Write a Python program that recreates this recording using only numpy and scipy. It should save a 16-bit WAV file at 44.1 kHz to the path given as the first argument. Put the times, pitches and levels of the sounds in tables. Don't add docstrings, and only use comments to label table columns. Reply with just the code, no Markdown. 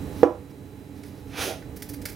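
import sys
import numpy as np
from scipy import signal
from scipy.fft import rfft, irfft, next_fast_len
from scipy.io import wavfile

SR = 44100
rng = np.random.default_rng(int(sys.argv[2]) if len(sys.argv) > 2 else 0)


def store_wav(level_fs):
    pcm = np.round(np.clip(np.atleast_2d(level_fs), -1, 1) * 32767)
    wavfile.write(sys.argv[1], SR, pcm.T.astype(np.int16))


N = 94815


def amp(db):
    return 10 ** (np.asarray(db) / 20)


def unit(x):
    return x / np.sqrt(np.mean(x ** 2) + 1e-20)


def along(points, hz):
    freqs, values = np.transpose(points)
    return np.interp(np.log(hz + 1), np.log(freqs + 1), values)


def clock():
    return np.arange(N) / SR


def curves(rows):
    times, *lanes = np.transpose(rows)
    return [np.interp(clock(), times, lane) for lane in lanes]


def during(rows):
    return (clock() > rows[0][0]) & (clock() < rows[-1][0])


def filtered(x, response):
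    size = next_fast_len(N + SR // 2)
    return irfft(rfft(x, size) * response(np.fft.rfftfreq(size, 1 / SR)), size)[..., :N]


def coloured(x, eq):
    return filtered(x, lambda hz: amp(along(eq, hz)))


def burst(start, rise, hold, t60):
    t = np.maximum(clock() - start, 0)
    return (1 - np.exp(-t / rise)) * amp(-60 * np.maximum(t - hold, 0) / t60)


def swells(rows, eq):
    pressure = sum(amp(db) * np.exp(-((clock() - peak) / width) ** 2) for peak, db, width in rows)
    return pressure * unit(coloured(rng.standard_normal(N), eq))


def diffuse(pair):
    # freq_hz, correlation
    likeness = [(300, 0.94), (600, 0.9), (1200, 0.4), (2500, 0.37), (5000, 0.68), (10000, 0.97)]

    def mid_side_gains(hz):
        spread = np.arccos(along(likeness, hz)) / 2
        return np.array([np.cos(spread), np.sin(spread)])

    mid, side = filtered(pair, mid_side_gains)
    return np.array([mid + side, mid - side])


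def fan(air_db=-36):
    # freq_hz, gain_db
    air_eq = [(18, -62), (30, -17), (53, -11.5), (88, -1.5), (144, -8.5), (160, -11.5), (197, -2.5),
              (225, -12), (284, 0.5), (341, -14.5), (420, -9), (518, -18.5), (852, -25), (1400, -30),
              (2020, -29.5), (3320, -36), (3780, -37), (4660, -39.5), (15500, -41)]
    # pitch_hz, level_db
    tones = [(71, -48.5), (97, -46.5), (140, -49.5), (287, -49), (425, -56), (840, -58.5), (3945, -64)]
    air = unit(coloured(diffuse(rng.standard_normal((2, N))), air_eq))
    hum = sum(amp(db) * np.sqrt(2) * np.sin(2 * np.pi * (hz * clock() + rng.random()))
              for hz, db in tones)
    return amp(air_db) * air + hum


def hands():
    # peak_s, level_db, width_s
    bumps = [(.1, -39.5, 0.07), (1.32, -41, 0.15), (1.7, -38.5, 0.097), (2.03, -37.5, 0.12)]
    # freq_hz, gain_db
    bump_eq = [(25, -41), (50, 7), (75, 1.5), (110, 2), (140, 0), (200, -15), (300, -3), (380, -33),
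               (460, -3.5), (800, -34.5), (3000, -83)]
    # peak_s, level_db, width_s
    brushes = [(.2, -52, .055), (.51, -52.5, 0.012), (.98, -53.5, 0.028), (1.08, -55.5, 0.079),
               (1.19, -53.5, 0.032)]
    # freq_hz, gain_db
    brush_eq = [(400, -8), (1500, 2), (3000, -3), (4300, 1), (6200, -0.5), (7600, -38), (10000, -2),
                (15000, -8)]
    return swells(bumps, bump_eq) + swells(brushes, brush_eq)


def glue_stick(tick_db=-34.5, radiate_hz=178):
    # start_s, level_db, cutoff_hz
    contacts = [(0.2311, -1.5, 2600), (0.2374, -10, 880), (0.2549, -23, 1300), (0.2722, -16, 1200)]
    # pitch_hz, level_db, t60_s, rise_s
    modes = [(140, -38, 0.12, 0.0044), (264.5, -13, 0.31, 0.021), (304.4, -4, 0.15, 0.019),
             (338, -5, 0.17, 0.017), (364.5, -5, 0.16, 0.0057), (456.2, -1, 0.062, 0.00049),
             (491, -3.5, .12, 0.00087), (589.3, -15, 0.095, 0.003), (727.6, -11, 0.064, 0.0015),
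             (793, -9.5, 0.046, 0.0004), (994, -19.5, 0.11, 0.0072), (1130, -24, 0.1, 0.0043),
             (1365, -18.5, 0.031, 0.0012), (1697, -17.5, 0.027, 0.0011)]
    # freq_hz, gain_db
    tick_eq = [(300, 5), (1200, -40), (2500, -2), (6000, -5.5), (15000, -22)]
    # freq_hz, gain_db
    reverb_eq = [(150, -21), (300, -15.5), (450, -14), (600, -1), (850, -2), (1200, 7.5), (1750, -2),
                 (2400, 9), (3500, -0.5), (5500, 0), (8000, -1)]
    knock = np.zeros(N)
    for start, level_db, cutoff_hz in contacts:
        t = clock() - start
        ring = np.zeros(N)
        for hz, db, t60, rise in modes:
            drive = amp(db) / np.sqrt(1 + (hz / cutoff_hz) ** 4)
            ring -= drive * burst(start, rise, 0, t60) * np.sin(2 * np.pi * hz * t)
        tick_noise = unit(coloured(rng.standard_normal(N), tick_eq))
        tick = tick_noise * burst(start, rise=0.00081, hold=0, t60=0.054)
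        knock += amp(level_db) * (ring + amp(tick_db) * tick)
    knock = signal.sosfilt(signal.butter(2, radiate_hz, "highpass", fs=SR, output="sos"), knock)
    return knock + coloured(room(knock), reverb_eq)


def room(x, predelay_s=0.008):
    # freq_hz, t60_s
    decay = [(150, 0.65), (500, 0.34), (1200, 0.29), (4000, 0.31), (14000, 0.2)]
    hz, t, spectrum = signal.stft(rng.standard_normal((2, SR // 2)), SR, nperseg=256)
    fade = amp(-60 * t / along(decay, hz)[:, None])
    tail = signal.istft(spectrum * fade, SR, nperseg=256)[1]
    tail /= np.linalg.norm(tail[0])
    tail = np.pad(tail, ((0, 0), (int(predelay_s * SR), 0)))
    return diffuse(signal.fftconvolve(x[None], tail, axes=1)[:, :N])


def fibres(slips_per_s, slip_share=0.25):
    slips = unit(rng.standard_normal(N) * (rng.random(N) < slips_per_s / SR))
    return np.sqrt(slip_share) * slips + np.sqrt(1 - slip_share) * rng.standard_normal(N)


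def paper_crackles():
    # start_s, level_db, hold_s, tilt_db_per_octave
    buckles = [(1.033, -39, 0.0055, -3.5), (1.046, -50, 0.042, 0), (1.621, -41.5, .008, -12),
               (1.762, -38, .013, 2.5), (1.798, -48, 0.013, 1), (1.8211, -26.5, 0.0017, 0),
               (1.825, -29.5, 0.0052, 4.5), (1.8883, -32.5, 0.013, 3.5), (1.9342, -35.5, .012, 2.5),
               (2.015, -39.5, 0.01, 1), (2.0532, -24.5, 0.0072, -0.7), (2.084, -36, 0.0045, -3.5),
               (2.091, -35.5, 0.011, 2.5), (2.117, -44, .016, 3)]
    # freq_hz, gain_db
    paper_eq = [(300, -8), (700, -4), (1100, -13), (1500, 2), (1800, 4), (2200, 4.5), (2950, -5.5),
                (3400, 0), (3950, -8), (4450, 2), (5000, 1.5), (6200, -1), (7600, -5), (10000, 1),
                (15000, -2.5)]
    crackles = np.zeros(N)
    for start, db, hold, tilt in buckles:
        grain = fibres(slips_per_s=4000)
        snaps = filtered(grain, lambda hz: amp(along(paper_eq, hz) + tilt * np.log2(1 + hz / 1000)))
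        crackles += amp(db) * unit(snaps) * burst(start, rise=0.0013, hold=hold, t60=0.031)
    return crackles


def paper_slide(shelf_hz=3700):
    # time_s, level_db, treble_db
    stroke = [(1.25, -70, 10), (1.305, -47, -3), (1.35, -33, -10), (1.385, -25, -3.5), (1.425, -21, -0.5),
              (1.46, -29, 4.5), (1.50, -31, 2), (1.54, -39.5, -1), (1.58, -51, 3.5), (1.66, -74, -3)]
    # freq_hz, gain_db
    friction_eq = [(150, -37), (280, -3), (385, -8), (490, 2), (560, -12), (680, -0.5), (900, -5.5),
                   (1130, -9.5), (1380, -1.5), (1600, -6), (2000, -7.5), (2500, -2.5), (2900, -7),
                   (3450, -5.5), (4500, -10), (6400, -8.5), (7250, -19.5), (8600, -18), (9700, -11.5),
                   (15500, -20)]
    level_db, treble_db = curves(stroke)
    friction = unit(coloured(fibres(slips_per_s=6000), friction_eq))
    treble = filtered(friction, lambda hz: 1 - 1 / (1 + (hz / shelf_hz) ** 4))
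    return during(stroke) * amp(level_db) * (friction + (amp(treble_db) - 1) * treble)


def finger_rub(half_width_hz=170):
    # time_s, level_db, pitch_hz
    sweep = [(1.41, -68, 300), (1.46, -30.5, 360), (1.485, -28, 504), (1.51, -27, 639), (1.54, -42.5, 671),
             (1.59, -66, 673)]
    level_db, pitch_hz = curves(sweep)
    noise = rng.standard_normal((2, N))
    rumble = filtered(noise, lambda hz: 1 / np.sqrt(1 + (hz / half_width_hz) ** 6))
    phase = 2 * np.pi * np.cumsum(pitch_hz) / SR
    band = rumble[0] * np.cos(phase) + rumble[1] * np.sin(phase)
    return during(sweep) * amp(level_db) * unit(band)


def gain_control(x, limit_db=-4.5, attack_s=0.011, recover_db_per_s=2):
    peak_db = 20 * np.log10(np.abs(x).max(axis=0) + 1e-9)
    over_db = np.maximum(peak_db - limit_db, 0)
    recovered_db = recover_db_per_s * clock()
    duck_db = np.maximum.accumulate(over_db + recovered_db) - recovered_db
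    smoothing = np.exp(-1 / (attack_s * SR))
    return x * amp(-signal.lfilter([1 - smoothing], [1, -smoothing], duck_db))


def scene(paper_reverb_db=-7):
    paper = paper_slide() + finger_rub() + paper_crackles()
    return glue_stick() + paper + amp(paper_reverb_db) * room(paper) + hands() + fan()


def record(dry, top_hz=15900):
    # freq_hz, left_minus_right_db
    balance = [(100, -7.3), (1300, -7.3), (2400, -4), (15000, -3.5)]
    heard = filtered(dry, lambda hz: amp(along(balance, hz) * np.array([[.5], [-.5]])))
    clipped = np.clip(gain_control(heard), -1, 1)
    return filtered(clipped, lambda hz: hz < top_hz)


dry = scene()
out = record(dry)
store_wav(out)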